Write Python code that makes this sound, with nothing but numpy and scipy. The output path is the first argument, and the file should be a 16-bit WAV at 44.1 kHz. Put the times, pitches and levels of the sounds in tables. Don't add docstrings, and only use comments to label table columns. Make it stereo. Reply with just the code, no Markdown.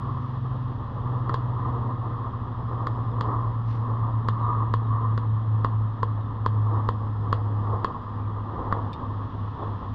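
import sys
import numpy as np
from scipy import signal
from scipy.fft import rfft, irfft
from scipy.io import wavfile

SR = 44100
rng = np.random.default_rng(int(sys.argv[2]) if len(sys.argv) > 2 else 0)


def master_out(mix):
    frames = np.transpose(np.atleast_2d(mix))
    ceiling = np.clip(frames, -1, 1)
    pcm = np.round(ceiling * 32767).astype(np.int16)
    wavfile.write(sys.argv[1], SR, pcm)


N = 438354
T = np.arange(N) / SR
FREQS = np.fft.rfftfreq(N, 1 / SR)

# frequency in Hz, relative level in dB.
NOISE_SPECTRUM = [(20, -5), (45, 4.5), (85, 7), (150, 2.5), (195, -2), (260, -0.5), (360, -7), (480, -7),
                  (630, -12), (850, -7), (1040, 1.5), (1200, -0.5), (1480, -22), (1800, -19.5),
                  (2250, -37.5), (3300, -29.5), (4000, -37.5), (5000, -41.5), (7000, -57), (9000, -86.5),
                  (12000, -90)]
# peak time in seconds, length in seconds, rush and rumble strengths in dB.
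RUB_SWELLS = [(0.084, 0.41, 2, -8), (1.251, .5, 2.5, 5), (1.753, .3, 5.5, 8), (2.15, 0.2, 5.5, 4),
              (2.825, 0.37, 4.5, 5.5), (3.279, 0.23, 10, 9), (3.984, 0.42, 5, 3), (4.5, 0.22, 14, 6.5),
              (4.997, .25, 7.5, 0.5), (6.729, 0.16, 7.5, 6.5), (7.349, 0.39, -3.5, 3), (7.747, 0.27, 5, 6),
              (8.214, 0.22, -1, 1.5), (8.684, .28, 4.5, 10), (9.64, .28, 0, 3.5)]
# time in seconds, boost in dB.
HISS_BOOST = [(0, 1.5), (1.5, 0), (4, -1), (8.4, -1), (9.4, 2)]
# time in seconds, level in dB.
MOTOR_LOUDNESS = [(0, -32), (.45, -29.6), (.7, -30), (.88, -40), (1.08, -28), (1.85, -28), (2.1, -32.5),
                  (2.5, -35), (2.8, -28.8), (4.1, -25.3), (5.7, -23.3), (6.25, -30.6), (6.6, -21.5),
                  (7.15, -26), (7.7, -25), (7.95, -33), (9.94, -36)]
# pitch in Hz, level in dB.
MACHINE_OVERTONES = [(175.3, -57.5), (210.3, -55), (245, -50.5), (280, -56)]
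# start in seconds, end in seconds, level in dB.
WHINE_SPANS = [(-1.5, .25, -74), (2.4, 4.25, -72), (6.4, 8.25, -72)]
# middle in seconds, length in seconds, level in dB.
GLOVE_STROKES = [(0.256, 0.17, -65), (3.725, .12, -54)]
# start in seconds, level in dB, ring pitch in Hz, treble snap in dB,
# delay of the second contact in seconds, its level against the first in dB.
TYRE_CLICKS = [(1.2944, -14, 1070, -6, .0031, 1), (1.3423, -12.5, 993, 5, 0.0019, -7.5),
               (2.87, -15, 1125, 1.5, .0017, -12.5), (3.2100, -13, 1040, 6, .0020, -16),
               (4.2861, -9.5, 1042, 1, 0.001, -16), (4.739, -9, 1026, -2.5, .0029, -20),
               (5.1777, -15.5, 1051, 1, 0.002, -6.5), (5.6466, -8, 1043, -6, 0.00078, -15.5),
               (6.0306, -10, 1011, -4.5, .0020, -4), (6.4622, -8, 1010, -3, .0020, -15),
               (6.889, -9, 1016, -3.5, 0.0022, -10.5), (7.3280, -7, 1055, -1, 0.00073, -12),
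               (7.8459, -7.5, 1025, -0.5, .0029, -9), (8.715, -24.5, 1143, -16, .0020, -18),
               (8.7252, -7, 1100, -11, 0.0011, -6.5)]
# frequency in Hz, relative level in dB.
CLICK_SPECTRUM = [(200, -6), (340, -13), (480, -5.5), (620, -16), (840, -19), (960, -3.5), (1100, 3.5),
                  (1330, -7), (1530, -19), (1780, -13), (2350, -40), (3300, -27), (3800, -33), (4800, -24),
                  (6800, -39.5), (9000, -68.5), (12000, -68)]
# start in seconds, first pitch in Hz, last pitch in Hz, level in dB.
BIRD_CHIRPS = [(3.05, 3800, 3350, -68), (4.37, 4100, 3500, -67), (4.80, 4000, 3400, -67),
               (5.22, 4000, 3500, -72), (6.17, 3900, 3400, -69), (8.16, 2420, 2330, -67),
               (9.55, 3600, 3300, -62)]
# pitch in Hz, relative level in dB, seconds to fade by 60 dB.
METAL_MODES = [(2440, -1.5, 0.031), (2900, -15, 0.022), (3610, 8, 0.07), (4160, -17, 0.027),
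               (5040, -11, 0.024), (7300, -31, .025)]
# frequency in Hz, width in Hz, boost in dB.
HOUSING_RESONANCES = [(480.4, 6.2, 6), (2580, 24, 7), (2836, 17, 7.5), (3130, 30, 4), (3320, 32, 4),
                      (4470, 120, -0.5)]
# frequency in Hz,
# how much louder the left is in dB, how far the left is ahead in radians.
PORT_DIFFERENCES = [(100, .9, 0), (300, 1.1, 0), (800, 3.2, .3), (1350, 2.5, .9), (1550, 3, -.5),
                    (2100, 0, .1), (2400, 5, -1.7), (3200, 9, -1.2), (3700, 3, .3), (4200, -4, 1.2),
                    (4900, -5, 2.8), (6200, -2, 3.3), (7500, 5, 4.9), (10000, 4, 6.3)]


def undb(db):
    return 10 ** (np.asarray(db) / 20)


def unit(x):
    return x / np.sqrt(np.mean(x ** 2))


def curve(table):
    return np.interp(T, *np.transpose(table))


def colour(table, hz):
    points, *columns = np.transpose(table)
    return [np.interp(np.log(np.maximum(hz, 1)), np.log(points), c) for c in columns]


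def noise(db):
    return irfft(rfft(rng.standard_normal(N)) * undb(db), N)


def band(x, low_hz, high_hz):
    return irfft(rfft(x) * ((FREQS > low_hz) & (FREQS < high_hz)), N)


def wander(rate_hz):
    return unit(irfft(rfft(rng.standard_normal(N)) * np.exp(-(FREQS / rate_hz) ** 2), N))


def ring(db):
    cepstrum = irfft(np.log(undb(db)))
    half = len(cepstrum) // 2
    cepstrum[1:half] *= 2
    cepstrum[half + 1:] = 0
    return irfft(np.exp(rfft(cepstrum)))


def decay(t, t60):
    return np.exp(-np.log(1000) * t / t60)


def burst(t, t60):
    scatter = rng.standard_normal(len(t)) * decay(t, t60)
    return rfft(scatter / np.linalg.norm(scatter))


def add(out, s, x):
    start = max(int(s * SR), 0)
    out[start:start + len(x)] += x[:max(N - start, 0)]


def tone(hz):
    return np.sqrt(2) * np.cos(2 * np.pi * np.cumsum(hz) / SR)


def swell(peak_s, length_s, rise_share=0.44):
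    width_s = length_s * np.where(T < peak_s, rise_share, 1 - rise_share)
    return np.exp(-((T - peak_s) / width_s) ** 2)


def air_and_rubbing(base_db=-34, drift_db=1.2):
    power = 1 + sum(undb([[rush_db], [rumble_db]]) ** 2 * swell(s, length)
                    for s, length, rush_db, rumble_db in RUB_SWELLS)
    levels_db = 10 * np.log10(power) + drift_db * wander(15)
    rush, rumble = (db - db.mean() for db in levels_db)
    both = (rush + rumble) / 2
    shape, = colour(NOISE_SPECTRUM, FREQS)
    wash = undb(base_db) * unit(noise(shape))
    # low edge in Hz, high edge in Hz, changing boost in dB.
    bands = [(0, 290, 0.29 * rumble),
             (290, 960, 0.94 * rumble + 1.47 * wander(23)),
             (960, 1290, rush + 1.17 * wander(35)),
             (1290, 2200, 0.5 * both),
             (2200, SR / 2, 0.14 * both + curve(HISS_BOOST))]
    return sum(band(wash, low, high) * undb(db) for low, high, db in bands)


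def motor_hum(start_hz=129.646, drop_hz=17.4, settle_s=3.851, sag_hz_per_s=1.3045):
    hz = start_hz - drop_hz * (1 - np.exp(-T / settle_s)) - sag_hz_per_s * T
    level_db = curve(MOTOR_LOUDNESS) + 0.5 * wander(9.2)
    octave_db = -27 + 2.5 * wander(7.6)
    return undb(level_db) * (tone(hz) + undb(octave_db) * tone(2 * hz))


def machine_hum(pitch_hz=105.05, level_db=-35.5, waver=0.004, flutter_db=2.5):
    hum = undb(level_db) * tone(np.full(N, pitch_hz))
    overtones = sum(tone(hz * (1 + waver * wander(3))) * undb(db + flutter_db * wander(1.3))
                    for hz, db in MACHINE_OVERTONES)
    return hum + overtones


def far_whine(base_hz=2450, drop_hz=140, settle_s=0.55, flicker_db=2):
    out = np.zeros(N)
    waver = 1 + .002 * wander(60)
    for start, end, db in WHINE_SPANS:
        hz = (base_hz + drop_hz * np.exp(-np.maximum(T - start, 0) / settle_s)) * waver
        fade = np.clip((T - start) / .3, 0, 1) * np.clip((end - T) / .1, 0, 1)
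        out += fade * undb(db) * (tone(2 * hz) + undb(-19) * tone(3 * hz))
    return out * undb(flicker_db * wander(25))


def glove_swishes(grain_db=3):
    cloth, = colour([(500, -39.5), (1800, -3), (3500, -9.5), (4700, -9), (5900, 0.5),
                     (7000, -26), (8500, -42.5), (12000, -70)], FREQS)
    strokes = sum(undb(db) * np.exp(-(2 * (T - s) / length) ** 2) for s, length, db in GLOVE_STROKES)
    return strokes * unit(noise(cloth) * undb(grain_db * wander(150)))


def tyre_clicks(snap_hz=2200, bloom_hz=900, soft_hz=2600, rattle_db=-3, tail_db=-15, size=16384):
    out = np.zeros(N)
    t, hz = np.arange(size) / SR, np.fft.rfftfreq(size, 1 / SR)
    treble = hz ** 4 / (hz ** 4 + snap_hz ** 4)
    shell_db, = colour([(1200, -17.5), (2800, 3.5), (3600, 2), (5000, -10), (7500, -5)], hz)
    usual_hz = np.median(np.array(TYRE_CLICKS)[:, 2])
    for s, db, pitch_hz, snap_db, delay_s, second_db in TYRE_CLICKS:
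        shape, = colour(CLICK_SPECTRUM, hz * (usual_hz / pitch_hz) ** (1 - treble))
        bloom = np.exp(-2j * np.arctan2(hz * bloom_hz, pitch_hz ** 2 - hz ** 2))
        body = -rfft(ring(shape + snap_db * treble)) * bloom
        second = undb(second_db) * np.exp(-2j * np.pi * hz * delay_s) / (1 + (hz / soft_hz) ** 2)
        contacts = irfft(body * (1 + second))
        rattle = undb(rattle_db + shell_db) * burst(t, t60=0.096)
        tail = undb(tail_db) * burst(t, t60=0.32)
        click = contacts + irfft(body * (rattle + tail))
        add(out, s, undb(db) * click[:size // 2] / np.abs(contacts).max())
    return out


def birds(length_s=0.14, blur_hz=160):
    out, count = np.zeros(N), int(length_s * SR)
    for s, start_hz, end_hz, db in BIRD_CHIRPS:
        add(out, s, undb(db) * np.hanning(count) * tone(np.linspace(start_hz, end_hz, count)))
    return out * wander(blur_hz)


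def metal_tick(start_s=8.9312, ring_db=-48, scrape_db=-43, size=8192):
    out, t = np.zeros(N), np.arange(size) / SR
    for hz, db, t60 in METAL_MODES:
        add(out, start_s, undb(ring_db + db) * np.sin(2 * np.pi * hz * t) * decay(t, t60))
    grit, = colour([(1500, -9.5), (2500, 8.5), (3700, -1.5), (5200, 11.5),
                    (8000, -19), (10000, -48)], FREQS)
    scrape = unit(noise(grit))[:size] * decay(t, t60=0.069)
    add(out, start_s, undb(scrape_db) * scrape)
    return out


def housing(x):
    boost_db = sum(db / (1 + (2 * (FREQS - hz) / width) ** 2) for hz, width, db in HOUSING_RESONANCES)
    return irfft(rfft(x) * rfft(ring(boost_db)), N)


def ports(x, max_lead=2 * np.pi):
    balance_db, lead = colour(PORT_DIFFERENCES, FREQS)
    lead = np.minimum(lead, max_lead)
    gains = undb(np.array([balance_db, -balance_db]) / 2)
    gains /= np.sqrt(np.mean(gains ** 2, axis=0))
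    return irfft(rfft(x) * gains * np.exp(.5j * np.array([lead, -lead])), N)


def scene():
    side_db, = colour([(100, -28), (1100, -21), (1500, -7), (2200, -6), (3300, -11), (7000, -7)], FREQS)
    side = irfft(rfft(air_and_rubbing()) * undb(side_db), N)
    sources = (motor_hum() + machine_hum() + tyre_clicks() + metal_tick()
               + glove_swishes() + birds() + far_whine())
    edge_s = np.minimum(T, T[-1] - T)
    fade = np.sin(np.pi / 2 * np.clip(edge_s / .006, 0, 1)) ** 2
    wash = ports(housing(air_and_rubbing()), max_lead=1.65)
    return ports(housing(sources * fade)) + wash + np.array([side, -side])


def record(dry):
    return signal.sosfilt(signal.ellip(8, .2, 70, 12500, fs=SR, output="sos"), dry)


dry = scene()
out = record(dry)
master_out(out)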